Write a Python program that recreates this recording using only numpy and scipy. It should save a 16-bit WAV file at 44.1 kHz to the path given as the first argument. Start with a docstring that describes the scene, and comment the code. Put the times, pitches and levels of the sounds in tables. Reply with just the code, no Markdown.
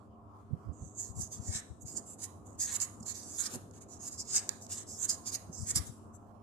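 """In a small room, a felt-tip marker writes on a sheet of paper on a desk, close to a two-port microphone.
Scratch: the nib snags on paper fibres and the random impulses ring a filter shaped like pen and paper.
The nib ticks (impulse and decaying noise rattle); fingers thump the microphone's housing (low sine swings).
The hand's brushing is soft filtered noise; the fan is wavering noise with a few blurred motor tones.
Noise tails add the close reflections and the room."""
import sys
import numpy as np
from scipy import signal
from scipy.fft import rfft, irfft, next_fast_len
from scipy.io import wavfile
from scipy.ndimage import uniform_filter1d, map_coordinates

SR = 44100
rng = np.random.default_rng(int(sys.argv[2]) if len(sys.argv) > 2 else 0)


def log_audio(samples):
    """Write samples as a 16-bit WAV file to the path given in sys.argv[1]."""
    # one column per channel
    frames = np.atleast_2d(samples).T
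    # limit to full scale, then quantise
    limited = np.clip(frames, -1, 1)
    pcm = np.round(limited * 32767).astype(np.int16)
    wavfile.write(sys.argv[1], SR, pcm)


N = 283386
TIME_S = np.arange(N) / SR


def scratch():
    """Dense fibre snags over a smooth felt rub, fluttering with the paper's grain, ring the pen."""
    strength, (sheet_db, rasp_db, fizz_db, pan_db) = contact()
    rub = amp(-6.5) * rng.standard_normal((2, N))
    force = unit(snags(per_second=6000, spread_db=0, own_db=-7.0) + rub)
    flutter = unit(amp(0.53 * wobble(70) + 0.54 * wobble(400)))
    ring = pen_ring(drifting(force, path_s=0.00018) * flutter * strength)
    ring = patches(ring, depth_db=3.5)  # the shifting grip moves the resonances

    # low to high: sheet, flat of the nib, barrel, edge of the nib
    sheet = filtered(ring, lambda hz: along([(4000, 1), (4700, 0)], hz))
    rasp = filtered(ring, lambda hz: along([(5650, 1), (6100, 0)], hz)) - sheet
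    fizz = filtered(ring, lambda hz: along([(8400, 0), (9400, 1)], hz))
    barrel = ring - sheet - rasp - fizz
    turned = barrel + amp(sheet_db) * sheet + amp(rasp_db) * rasp + amp(fizz_db) * fizz
    return panned(turned, pan_db)


# Pen strokes: start_s, length_s, rise_s (to top speed), level_db (drive at top speed),
# swell_db (ends to top), sheet_db, rasp_db, fizz_db (band gains), pan_db (left over right)
PEN_STROKES = [ (0.732, 0.27, 0.12, -58.5, 11.5, -8, -27, -7.5, -5.5),
               (0.951, 0.17, 0.045, -37, 21, -10, -9, -4, -1.5),
               (1.155, 0.12, 0.061, -37.5, 18.5, -11.5, -6.5, 0.5, -3.5),
               (1.31, 0.083, 0.017, -39.5, 17, -4.5, -6.5, -2, 2),
               (1.405, 0.17, .078, -42.5, 17.5, -3.5, -5.5, -0.5, -2.5),
               (1.509, 0.094, 0.051, -32, 15, 3.5, -6.5, -4, 2.5),
               (1.81, 0.028, 0.0098, -51.5, 10, -23, -24, 4, -5),
               (1.858, 0.096, 0.021, -42, 11.5, -9.5, -8.5, -2, -1),
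               (1.954, 0.043, 0.021, -32, 19.5, -9.5, -8.5, -5, -1),
               (2.064, 0.082, .04, -49, 4, -9, -13, 3, 1.5),
               (2.19, 0.072, 0.054, -37, 16.5, -3.5, -9, 3, -1.5),
               (2.463, 0.014, 0.0053, -53.5, 4.5, -6, -21.5, -1, -3.5),
               (2.48, 0.077, 0.012, -62, 4.5, -8.5, -17, -2, -3),
               (2.599, 0.062, 0.007, -30, 4.5, -6, -7, 0.5, 1),
               (2.667, 0.06, 0.013, -38.5, 4.5, 6.5, -8.5, -1.5, 3.5),
               (2.714, 0.056, 0.051, -32, 12, 2, -7.5, 4.5, -2.5),
               (2.801, 0.053, 0.017, -25.5, 17.5, -3, -7.5, 0.5, -2),
               (3.003, 0.0051, .004, -50, 7.5, -14, -13, -3, -5),
               (3.027, 0.0091, 0.0037, -50, 9, -18, 0, -3, -4),
               (3.063, 0.062, 0.049, -39, 5, -2, -6, 0.5, -4.5),
               (3.142, 0.095, 0.0074, -44.5, 7, 0, -1.5, 2.5, -1),
               (3.243, 0.14, 0.18, -44, 6.5, -6, -4, 0.5, 1),
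               (3.38, 0.049, 0.024, -31.5, 10, -1.5, -13, 2, -6.5),
               (3.433, .038, 0.045, -35, 7, 4.5, 2, 3.5, -1), (3.5, 0.064, 0.05, -41.5, 9, 4, -7, 4.5, 5),
               (3.738, 0.049, 0.02, -59.5, 2.5, 5, -4.5, 1, 0.5),
               (3.81, 0.029, .005, -51, 8, 2.5, -8, 0, 0), (3.89, 0.088, 0.052, -52, 8, -3, -7, -3.5, -5),
               (3.999, 0.097, 0.085, -37.5, 15.5, -4.5, -6, -1.5, -1),
               (4.109, 0.057, 0.018, -44, 8, -7, -5.5, -4.5, 0.5),
               (4.179, 0.048, 0.024, -36.5, 11, -9, 1.5, -4.5, 2.5),
               (4.253, 0.087, .06, -38, 17, 0, -5.5, -5.5, -3),
               (4.322, 0.075, 0.044, -24.5, 13, -2, 3, -6, 4.5),
               (4.614, 0.046, 0.011, -48.5, 8, -14, -0.5, -1, 4.5),
               (4.696, 0.066, 0.03, -36, 11.5, 0.5, -1, 0.5, 3),
               (4.751, 0.082, .03, -40, 10.5, 1, -8, -5.5, 0),
               (4.874, 0.17, 0.023, -45.5, 8, -7.5, 1, 0, 2),
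               (4.986, 0.072, 0.068, -30.5, 15, 0, -11, -1, -1.5),
               (5.084, 0.067, 0.01, -27.5, 17.5, -3.5, -1, -0.5, -1),
               (5.261, 0.041, 0.018, -37.5, 4.5, -1, -0.5, 1, -2),
               (5.32, 0.042, 0.029, -31.5, 11, 2.5, -1, 1.5, -1),
               (5.529, .12, .065, -47, 3.5, -14, -2, -2.5, -3.5),
               (5.659, 0.057, 0.054, -29, 17.5, -1, -7, -1, 2.5),
               (5.754, 0.033, 0.0047, -23.5, 13.5, -0.5, 2.5, 1.5, -1.5),
               (5.855, 0.044, 0.013, -47.5, 9.5, -0.5, -11, 2, 9.5),
               (6.139, 0.03, .013, -55.5, 8.5, -9, -30, 1.5, 12.5)]
LAND_S, LIFT_S = 0.0057, 0.004  # e-fold times of the nib taking hold and letting go
SWELL_BEND = 1.007  # 1 = pointed swell, more = rounder


def contact():
    """The nib lands, speeds up, slows and lifts; faster is louder. Returns strength and grip (tone, pan)."""
    power, grip = np.full(N, 1e-14), np.zeros((4, N))
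    for start_s, length_s, rise_s, level_db, swell_db, *colour_db in PEN_STROKES:
        near = slice(*np.searchsorted(TIME_S, [start_s - 0.05, start_s + length_s + 0.1]))
        age_s = TIME_S[near] - start_s
        slowness = np.interp(age_s, [0, min(rise_s, length_s), length_s], [1, 0, 1])
        landing = np.minimum(age_s, 0) / LAND_S
        lifting = np.maximum(age_s - length_s, 0) / LIFT_S
        stroke_db = level_db - swell_db * slowness ** SWELL_BEND
        stroke = (np.exp(landing - lifting) * amp(stroke_db)) ** 2
        power[near] += stroke
        grip[:, near] += np.outer(colour_db, stroke)
    return np.sqrt(power), grip / power


def snags(per_second, spread_db, own_db):
    """Fibres let go at random moments with random sizes; each port hears each a little differently."""
    hit = rng.random(N) < per_second / SR
    sizes = hit * rng.choice([-1, 1], N) * amp(spread_db * rng.standard_normal(N))
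    return unit(sizes * (1 + amp(own_db) * rng.standard_normal((2, N))))


def drifting(force, path_s):
    """As the hand moves, the paths to the two ports differ by a changing delay."""
    lag = np.round(path_s * SR * wobble(4)).astype(int)
    delayed = force[1, np.clip(np.arange(N) - lag, 0, N - 1)]
    return np.array([force[0], delayed])


# Ring of pen and paper at each port: freq_hz, relative_db
PEN_RING_LEFT = [(500, -40), (1200, -34), (1800, -26.5), (2400, -32), (3300, -30.5), (4100, -25),
                 (5000, -12), (6300, -11), (6800, -13.5), (7600, -9), (8200, -10), (9500, -19),
                 (11500, -23), (13000, -31)]
PEN_RING_RIGHT = [(900, -36), (1750, -22), (2400, -28.5), (3300, -27.5), (4150, -19.5), (4900, -10),
                  (5500, -7), (5980, -12.5), (6600, 0), (7400, -3.5), (8400, -17), (10400, -19),
                  (12300, -27), (14000, -30)]


def pen_ring(force, size=2048):
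    """Force rings pen and paper through a minimum-phase filter (port mean of unit energy)."""
    hz = np.fft.rfftfreq(size, 1 / SR)
    gain = amp([along(PEN_RING_LEFT, hz), along(PEN_RING_RIGHT, hz)])
    # folding the cepstrum makes the ring causal
    cepstrum = irfft(np.log(gain))[:, :size // 2] * np.r_[1, np.full(size // 2 - 1, 2)]
    ring = irfft(np.exp(rfft(cepstrum, size)))
    ring = ring / np.linalg.norm(ring.mean(0))
    return signal.fftconvolve(force, ring, axes=1)[:, :N]


# Nib taps or catches: time_s, blow_db (impulse into the ring)
NIB_TICKS = [(2.8025, -20.5), (3.506, -36), (3.539, -33), (3.557, -29), (3.711, -43), (4.492, -11.5),
             (4.6663, -33), (5.756, -20.5)]


def ticks(rattle_db, rattle_s, pan_db):
    """One sharp blow on the pen and a brief rattle of the nib in its holder."""
    force, age_s = np.zeros((2, N)), np.arange(SR // 40) / SR
    for time_s, blow_db in NIB_TICKS:
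        blow = amp(rattle_db) * rng.standard_normal((2, len(age_s))) * np.exp(-age_s / rattle_s)
        blow[:, 0] = 1
        force[:, round(time_s * SR):][:, :len(age_s)] += amp(blow_db) * blow
    return panned(pen_ring(force), pan_db)


# Handling thumps: time_s, level_db (mean of ports), pitch_hz, pan_db (left over right)
HANDLING_THUMPS = [(.534, -28.5, 124, -38), (0.673, -36.5, 87, -31), (0.695, -29.5, 83, -29),
                   (.823, -34, 82, -7), (0.857, -42, 117, 16), (1.104, -41, 82, 25), (1.175, -37, 88, 29),
                   (1.198, -36, 98, 31), (1.229, -40, 79, 30), (1.398, -35.5, 90, 28),
                   (1.492, -31.5, 82.5, 27), (1.552, -36, 102, 11), (1.709, -40.5, 77, 24),
                   (1.851, -40, 127, 28), (3.008, -36.5, 161, -2.5), (3.554, -36, 298, -10),
                   (5.496, -36, 170, -1.5), (5.599, -38, 80, 22), (5.629, -34, 95.2, 20),
                   (5.76, -31, 108.4, 21.5), (5.797, -33, 81, 24), (5.893, -37.5, 125, 22.5)]


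def thumps(cycles, delay_s, shudder_db, shudder_s):
    """Fingers knock the microphone's housing, mostly at one port: about a cycle of swing in a noisy shudder."""
    out = np.zeros((2, N))
    shudder_spectrum = [(40, -12.0), (80, 3.5), (220, -1.5), (350, -21.5), (700, -25.5), (1500, -65)]
    shudder = amp(shudder_db) * rush(shudder_spectrum)
    phases = rng.uniform(0, 2 * np.pi, len(HANDLING_THUMPS))
    for (time_s, level_db, pitch_hz, pan_db), phase in zip(HANDLING_THUMPS, phases):
        age_s = TIME_S - time_s - delay_s
        swing = np.exp(-(age_s * pitch_hz / cycles) ** 2) * np.sin(2 * np.pi * age_s * pitch_hz + phase)
        shake = shudder * np.exp(-(age_s / shudder_s) ** 2)
        ports = panned(1, pan_db)
        out += amp(level_db) * ports / ports.mean() * (swing + shake)
    return out


# Sliding hand's soft rush: freq_hz, relative_db
HAND_SPECTRUM = [(70, -33.5), (130, -6), (280, -4.5), (420, -10), (800, -16.5), (1200, -21.5),
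                 (1550, -29.5), (2000, -44.5), (4000, -83.5)]
# Hand leaning on the sheet while the word is written: time_s, level_db
HAND_LEAN = [(0, -65), (2.7, -57), (5.8, -58), (6.43, -64)]
# Hand shifts along the sheet: time_s, half_s (centre to 1/e), level_db
HAND_SHIFTS = [(1.196, 0.025, -57), (1.98, 0.05, -58.5), (3.556, 0.021, -50.5)]


def hand():
    """The side of the hand brushes the sheet, louder each time it shifts."""
    slide = amp(np.interp(TIME_S, *np.transpose(HAND_LEAN)))
    for time_s, half_s, level_db in HAND_SHIFTS:
        slide = slide + amp(level_db) * np.exp(-((TIME_S - time_s) / half_s) ** 2)
    drag_db = 1.6 * wobble(12)
    return slide * amp(drag_db) * rush(HAND_SPECTRUM)


# Fan's rush: freq_hz, relative_db
FAN_AIR = [(25, -16), (55, -12), (92, -2), (150, -16.5), (235, -9.5), (330, -22.5), (480, -24), (730, -17),
           (880, -22.5), (1060, -17), (1330, -25.5), (1520, -39), (2000, -48), (3000, -49), (3700, -55),
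           (7000, -49), (10000, -55), (14000, -58.5)]
# Fan's motor lines: freq_hz, relative_db
FAN_HUM = [(102.3, -60), (220.7, -65), (301.5, -68.5), (398.4, -69.5), (516.8, -76), (699.8, -72)]


def fan():
    """A softly wavering rush and motor lines that blur more the higher they lie."""
    hum = 0
    for freq_hz, relative_db in FAN_HUM:
        level = amp(relative_db + 2.7 * wobble(6))
        blur_rad = (0.39 + freq_hz / 500) * wobble(30)
        hum = hum + level * np.sin(2 * np.pi * freq_hz * TIME_S + blur_rad)
    air = amp(-56.0 + 0.51 * wobble(6.3)) * patches(rush(FAN_AIR), depth_db=3.6)
    return air + amp(2.5) * hum


def near_reflections(rub):
    """Close reflections of hand and desk: a short diffuse tail on the scratch."""
    return amp(-6.5) * echoes(rub, [(2000, 0.037), (9000, 0.054)])


# Pen's broader radiation into the room than toward the microphone: freq_hz, gain_db
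PEN_SPILL = [(1000, 20.5), (2000, 15.5), (3000, 13.5), (4000, 8.5), (5000, -2), (5900, 0), (6700, -1.5),
             (7500, -2.5), (8500, 3.5), (12000, 3.5)]
# Room decay: freq_hz, t60_s
ROOM_DECAY = [(200, 1), (2000, 0.32), (7000, 0.59), (14000, 0.5)]


def room_tail(pen):
    """The room's diffuse tail, fed by the pen's broader radiation."""
    spill = filtered(pen, lambda hz: amp(along(PEN_SPILL, hz)))
    return amp(-16.0) * echoes(spill, ROOM_DECAY)


def echoes(x, t60, size=128):
    """Convolve with a decaying noise tail of unit energy per port; t60 is (freq_hz, t60_s) points."""
    hz, age_s, z = signal.stft(rng.standard_normal((2, SR * 3 // 4)), SR, nperseg=size)
    decay_db = -60 * age_s / along(t60, hz)[:, None]
    tail = signal.istft(z * amp(decay_db), SR, nperseg=size)[1]
    tail = tail / np.linalg.norm(tail, axis=1, keepdims=True)
    return signal.fftconvolve(x, tail, axes=1)[:, :N]


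def patches(x, depth_db, size=512):
    """Narrow bands swell and fade by turns while the overall loudness stays the same."""
    z = signal.stft(x, nperseg=size)[2]
    field = rng.standard_normal(z.shape)
    for _ in range(2):
        field = uniform_filter1d(uniform_filter1d(field, size=5, axis=1), size=14, axis=2)
    shaded = z * amp(depth_db * unit(field))
    loudness = lambda v: np.linalg.norm(v, axis=1, keepdims=True) + 1e-12
    return signal.istft(shaded * loudness(z) / loudness(shaded), nperseg=size)[1][:, :N]


# Left-right likeness of noise: freq_hz, correlation (0 to 1)
PORT_LIKENESS = [(50, 0.78), (130, 0.57), (280, 0.72), (600, 0.43), (1200, 0), (5000, 0.11)]


def rush(spectrum):
    """Stereo noise of rms 1, more alike at the two ports in the bass."""
    def response(hz):
        turn_rad = np.arccos(np.clip(along(PORT_LIKENESS, hz), -1, 1)) / 2
        return amp(along(spectrum, hz)) * [np.cos(turn_rad), np.sin(turn_rad)]

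    mid, side = filtered(rng.standard_normal((2, N)), response)
    return unit(np.array([mid + side, mid - side]))


def amp(db):
    """Decibels to gain."""
    return 10 ** (np.asarray(db) / 20)


def unit(x):
    """Scale to rms 1."""
    return x / np.sqrt(np.mean(x ** 2) + 1e-20)


def along(points, hz):
    """Interpolate (freq_hz, value) points on a log axis."""
    f, v = np.transpose(points)
    return np.interp(np.log(hz + 1), np.log(f + 1), v)


def wobble(rate_hz):
    """A smooth random curve, rate_hz knots a second."""
    knots = rng.standard_normal(int(N * rate_hz / SR) + 4)
    return map_coordinates(knots, [np.arange(N) * rate_hz / SR])


def filtered(x, response):
    """Multiply the spectrum of x by a response of frequency."""
    m = next_fast_len(N + SR // 2)
    return irfft(rfft(x, m) * response(np.fft.rfftfreq(m, 1 / SR)), m)[..., :N]


def panned(x, pan_db):
    """Share x between the ports, left pan_db over right."""
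    return x * amp(np.array([pan_db, -pan_db]).reshape(2, -1) / 2)


def scene():
    """Pen, its close reflections and room tail, handling thumps, hand and fan."""
    rub = scratch()
    pen = rub + ticks(rattle_db=-9, rattle_s=0.0013, pan_db=-6.5)
    handling = thumps(cycles=0.66, delay_s=0.00393, shudder_db=-14.5, shudder_s=0.03)
    return pen + near_reflections(rub) + room_tail(pen) + handling + hand() + fan()


TOP_HZ = 14300


def record(dry):
    """The recorder weakens the deepest bass and drops everything above its band limit."""
    bass_cut = [(25, -10.5), (45, -8.0), (68, -0.5)]  # freq_hz, gain_db
    return filtered(dry, lambda hz: (hz < TOP_HZ) * amp(along(bass_cut, hz)))


dry = scene()
out = record(dry)
log_audio(out)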